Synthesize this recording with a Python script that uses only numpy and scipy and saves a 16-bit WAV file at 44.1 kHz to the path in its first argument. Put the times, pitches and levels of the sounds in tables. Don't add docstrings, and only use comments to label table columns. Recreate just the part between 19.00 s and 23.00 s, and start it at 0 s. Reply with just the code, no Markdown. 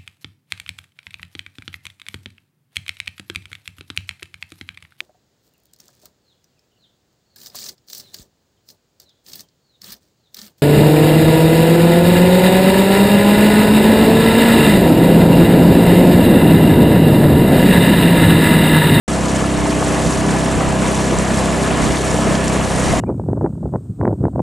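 import sys
import numpy as np
from scipy import signal
from scipy.fft import rfft, irfft
from scipy.io import wavfile

SR = 44100
rng = np.random.default_rng(int(sys.argv[2]) if len(sys.argv) > 2 else 0)


def wav_record(signal):
    frames = np.transpose(np.atleast_2d(signal))
    bounded = np.clip(frames, -1, 1)
    quanta = np.round(bounded * 32767).astype(np.int16)
    wavfile.write(sys.argv[1], SR, quanta)


N = 176400
TIME = np.arange(N) / SR
FREQS = np.arange(N // 2 + 1) * SR / N


def motor():
    # time in seconds, engine speed in turns per second.
    engine_speed = [(0.1, 32.8), (0.5, 33.03), (1.0, 32.85), (1.45, 32.89), (1.7, 32.42), (1.95, 32.65),
                    (2.2, 32.93), (2.5, 32.78), (2.8, 32.94), (3.4, 33.0), (3.75, 32.6), (4.0, 32.69)]
    speed = curve(engine_speed)
    turns = np.cumsum(speed) / SR
    sound = level(exhaust(speed, turns), -18) + level(gears(turns), -38.5) + level(hull_hum(), -36.5)
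    return sound * undb([[-.5], [.5]])


def exhaust(speed, turns):
    # multiple of the engine speed, relative level in dB.
    tones = [(2,0.5),(3,-26),(4,-1),(5,1.5),(6,0.67),(7,-1),(8,-6),(9,-2.5),(10,-5.5),(11,-13),(12,-4.5),(15,-8.5),(16,-8.5),(18,-12),(19,-9.5),(20,-4),(22,-12),(24,-22),(30,-13.5)]
    # time in seconds, level change in dB of the sixth multiple, near 200 Hz.
    sixth_swell = [(0.1,2),(0.4,3.5),(0.65,-0.5),(1.05,-6),(1.28,2),(1.5,-5),(1.8,2.5),(2.05,0),(2.3,5.5),(2.65,-5),(3.0,0),(3.3,5),(3.7,-1.5),(4.0,1.5)]
    # time in seconds, level change in dB of the ninth multiple, near 300 Hz.
    ninth_swell = [(0.1,2.5),(0.65,6),(1.05,2.5),(1.5,-0.5),(2.0,1),(2.2,-8),(2.4,-2),(2.85,2.5),(3.3,3.5),(3.68,-7),(4.0,-5)]
    # time in seconds, level change in dB at throb_hz (tones further away change less).
    drone_swell = [(0.1, -1.2), (0.6, -0.5), (1.02, 0), (1.3, 1.8), (1.62, 1), (2.3, -1), (2.71, 0.5),
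                   (2.88, 1.5), (3.03, -6.5), (3.15, -1), (3.3, -1.5), (3.69, -0.5), (4.0, 0.5)]
    throb_hz, scatter_above_hz = 234.5, 345
    lead_s, jitter_s, late_s, echo_s, echo_gain = .00049, .00007, .00803, .013, .48
    thumps = turns + speed * (lead_s + jitter_s * wander(13))
    firing_db = 1.2 * wander(29) + curve(drone_swell)
    swells = {6: curve(sixth_swell), 9: curve(ninth_swell)}
    out = np.zeros(N)
    for multiple, db in tones:
        hz = multiple * speed.mean()
        late = 2 * np.pi * late_s * max(hz - throb_hz, 0)
        echo = np.angle(1 + echo_gain * np.exp(-2j * np.pi * hz * echo_s))
        scatter = 2 * np.pi * rng.random() * (hz > scatter_above_hz)
        throb_db = np.exp(-np.log2(hz / throb_hz) ** 2) * firing_db
        waver_db = min(hz / throb_hz, 1) * 1.04 * wander(3.5)
        gain = undb(db + throb_db + waver_db + swells.get(multiple, 0))
        out += gain * np.cos(2 * np.pi * multiple * thumps - late + echo + scatter)
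    return out


def gears(turns):
    # time in seconds, level change in dB.
    whine_swell = [(0.1,-2),(0.5,0.5),(1.1,-2.5),(1.35,0),(1.6,-3.5),(2.25,0.5),(2.65,0),(2.95,1),(3.4,1),(3.7,-2),(4.0,-3)]
    cycles_per_turn = 52.04
    gain = undb(curve(whine_swell) + 1.5 * wander(9.2))
    return gain * np.sin(2 * np.pi * cycles_per_turn * turns + .46 * wander(18))


def hull_hum(hz=93.1):
    return wander(4.4) * np.sin(2 * np.pi * hz * TIME)


def bow_wave():
    # frequency in Hz, relative level in dB.
    churn_tone = [(30,-14),(70,-10.5),(130,0),(250,3),(420,-2.3),(700,-1.5),(1100,-3.5),(1450,-9.5),(1900,-9.5),(3000,-15),(3900,-22),(5000,-22.5),(9000,-31),(12500,-62)]
    # time in seconds, swell (one unit is 0.68 dB).
    swell = [(0.1, -3), (0.34, -1), (0.4, 1.3), (0.5, -3.5), (0.64, -0.7), (0.76, -1.8), (0.96, 2),
             (1.02, -2), (1.18, -1.1), (1.34, 1.5), (1.58, -1.5), (1.62, -0.2), (1.78, 0), (1.9, 1.3),
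             (1.96, -1.5), (2.39, 1), (2.45, -0.5), (2.77, 3), (2.92, 2), (3.01, -3.5), (3.09, 0.8),
             (3.21, -2.5), (3.27, 3), (3.34, 1.5), (3.4, -0.5), (3.55, 2), (3.67, -1.5), (3.93, 2.5),
             (4.0, -1.5)]
    half_octaves = 2 * np.log2(np.maximum(FREQS, 1))
    spectrum = rfft(colour(rng.standard_normal((2, N)), churn_tone))
    surge = undb(.4 * wander(23) + .68 * curve(swell))
    churn = np.zeros((2, N))
    for band in range(8, 30):
        share = np.maximum(1 - abs(half_octaves - band), 0)
        churn += irfft(spectrum * share, N) * undb(1.53 * wander(38))
    gurgle = bubbles(low_hz=373, high_hz=3470, cycles=8.1, scatter_db=4, slope=.39, count=1600)
    return surge * (level(churn, -21.5) + level(gurgle, -28.5))


def spray():
    # frequency in Hz, relative level in dB.
    spray_tone = [(1500,-0.5),(3000,-4.5),(4300,-3.5),(5000,-6),(5700,-1),(6300,-1.5),(7300,1.5),(8400,-0.5),(10000,-4.5),(11200,-11.5),(12500,-25),(16000,-40)]
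    # time in seconds, swell (one unit is 0.67 dB).
    swell = [(0.1, -0.4), (0.22, -3), (0.26, -0.5), (0.46, -0.5), (0.54, -4), (0.7, 1), (0.76, -2.5),
             (0.84, 1), (1.1, 1.6), (1.22, -3), (1.32, 0.0), (1.52, -0.5), (1.78, -2), (1.88, 1.5),
             (2.26, -1.8), (2.31, 3), (2.59, -1.5), (2.63, 3.5), (2.71, -3.5), (2.91, 5), (3.03, 0.7),
             (3.13, 2.3), (3.19, 0.7), (3.39, -2), (3.45, 0.7), (3.69, -1.3), (3.79, 4), (4.0, -0.5)]
    fizz = bubbles(low_hz=2525, high_hz=12040, cycles=14.4, scatter_db=1.5, slope=-.51, count=5000)
    hiss = rng.standard_normal((2, N))
    spurts = undb(.47 * wander(5.5) + wander(37) + .67 * curve(swell))
    return spurts * (level(colour(hiss, spray_tone), -31) + level(colour(fizz, spray_tone), -33.5))


def bubbles(low_hz, high_hz, cycles, scatter_db, slope, count):
    out = np.zeros((2, N))
    for cloud in out:
        for when, pitch, strength, ring in rng.random((count, 4)):
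            hz = low_hz * (high_hz / low_hz) ** pitch
            boost_db = -scatter_db * np.log(1 - .99 * strength)
            gain = undb(boost_db) * (low_hz / hz) ** slope
            add_bubble(cloud, when * N / SR, hz, gain, cycles * (.5 + ring))
    return out


def add_bubble(out, start_s, hz, gain, cycles, rise=.19):
    first = int(start_s * SR)
    life = np.arange(int(cycles * SR / hz))[:max(N - first, 0)] * hz / SR / cycles
    ring = np.sin(2 * np.pi * cycles * life * (1 + rise * life / 2))
    swell = 1 - np.exp(-(life * cycles / 1.15) ** 2)
    out[first:first + len(life)] += gain * ring * swell * .01 ** life


def splashes(splat_s=.0033):
    # start in seconds, pitch in Hz, ring level in dB, ring length in cycles, splat level in dB.
    drops = [(.257,8170,-21,25,-22),(.283,6700,-18,60,-29),(0.441,1200,-8,10,-13),(.823,836,-4.5,12,-8),(1.607,1190,-12,18,-17),(1.858,2840,-17,10,-31),(2.187,7560,-7.5,36,-23),(2.626,7680,-19,20,-31),(2.969,3300,-8,7.1,-20),(3.352,4060,-6,5.8,-19),(3.48,6800,-8,25,-22),(3.76,7450,-26,25,-25),(3.934,640,-4,24,-18)]
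    # multiple of the splash's pitch, relative level in dB.
    splat_tone = [(.25,-30),(.7,6),(1,-2),(1.4,-0.5),(2,-19),(4,-55)]
    # frequency in Hz, level change in dB that dulls the highs.
    dulling = [(9000,0),(11000,-6),(12500,-28),(16000,-45)]
    out = np.zeros(N)
    for start_s, hz, ring_db, cycles, splat_db in drops:
        add_bubble(out, start_s, hz, undb(ring_db), cycles)
        age = np.maximum(TIME - start_s, 0) / splat_s
        splat = colour(rng.standard_normal(N), np.array(splat_tone) * [hz, 1])
        out += level(splat, splat_db) * np.sqrt(age) * np.exp(1 - 2 * age)
    return colour(out, dulling)


def slaps(half_length_s=.016, half_width_octaves=.78):
    # loudest moment in seconds, pitch in Hz, level at that moment in dB.
    waves = [(.695,210,-19),(1.06,520,-19.5),(1.085,169,-21),(1.29,210,-20),(1.62,644,-20),(2.133,330,-19),(2.41,556,-22),(2.9,230,-20.5),(3.14,190,-19),(3.635,190,-23),(3.988,200,-20)]
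    octaves = np.log2(np.maximum(FREQS, 1))
    out = np.zeros(N)
    for peak_s, hz, db in waves:
        band = np.exp(-((octaves - np.log2(hz)) / half_width_octaves) ** 2)
        thud = irfft(rfft(rng.standard_normal(N)) * band, N)
        out += level(thud, db) * np.exp(-((TIME - peak_s) / half_length_s) ** 2)
    return out


def wind():
    # loudest moment in seconds, length in seconds, level at that moment in dB.
    bumps = [(0.6,0.086,-24.5),(1.076,.03,-21.5),(1.574,0.053,-21),(1.7,0.056,-21),(2.166,0.038,-23),(2.443,0.041,-31),(2.67,0.028,-30),(2.84,0.06,-20.5),(2.904,0.04,-21),(3.14,0.028,-24),(3.29,0.064,-22),(3.643,0.11,-25.5),(3.92,0.12,-22)]
    # frequency in Hz, relative level in dB.
    rumble_tone = [(12,-14),(35,2),(70,5),(120,1.5),(250,-5),(600,-78)]
    swirls = sum(undb(db) * np.exp(-2 * ((TIME - peak_s) / length) ** 2) for peak_s, length, db in bumps)
    air = rng.standard_normal(N) + 1.9 * rng.standard_normal((2, N))
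    return swirls * level(colour(air, rumble_tone), 0)


def spread(water):
    # frequency in Hz, level change of the second signal in dB.
    width = [(60,7),(250,-7.5),(600,-11),(1300,-8.5),(2500,-10.5),(5000,-22),(7500,-20),(10000,-4.5),(13000,0)]
    # frequency in Hz, how much louder the left is than the right in dB.
    lean = [(100,-5.5),(300,1.5),(700,2.5),(1400,0.9),(3000,0),(6000,0),(10000,-2.5)]
    middle, side = water[0], colour(water[1], width)
    return np.array([colour(middle + sign * side, np.array(lean) * [1, sign / 2]) for sign in (1, -1)])


def undb(db):
    return 10 ** (np.asarray(db) / 20)


def level(x, db):
    return x * undb(db) / np.sqrt(np.mean(x ** 2))


def curve(rows):
    return np.interp(TIME, *np.array(rows).T)


def colour(x, rows):
    hz, db = np.array(rows).T
    gain = undb(np.interp(np.log(np.maximum(FREQS, 1)), np.log(hz), db))
    return irfft(rfft(x) * gain, N)


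def wander(rate_hz):
    spectrum = rfft(rng.standard_normal(N)) * np.exp(-.5 * (FREQS / rate_hz) ** 2)
    spectrum[0] = 0
    return level(irfft(spectrum, N), 0)


def scene():
    water = spread(bow_wave() + spray())
    return motor() + water + splashes() + slaps() + wind()


def record(dry, start_s=.078, top_hz=15900):
    fade_in = np.clip((TIME - start_s) / .002, 0, 1)
    return signal.sosfilt(signal.ellip(10, .1, 80, top_hz, fs=SR, output="sos"), dry * fade_in)


dry = scene()
out = record(dry)
wav_record(out)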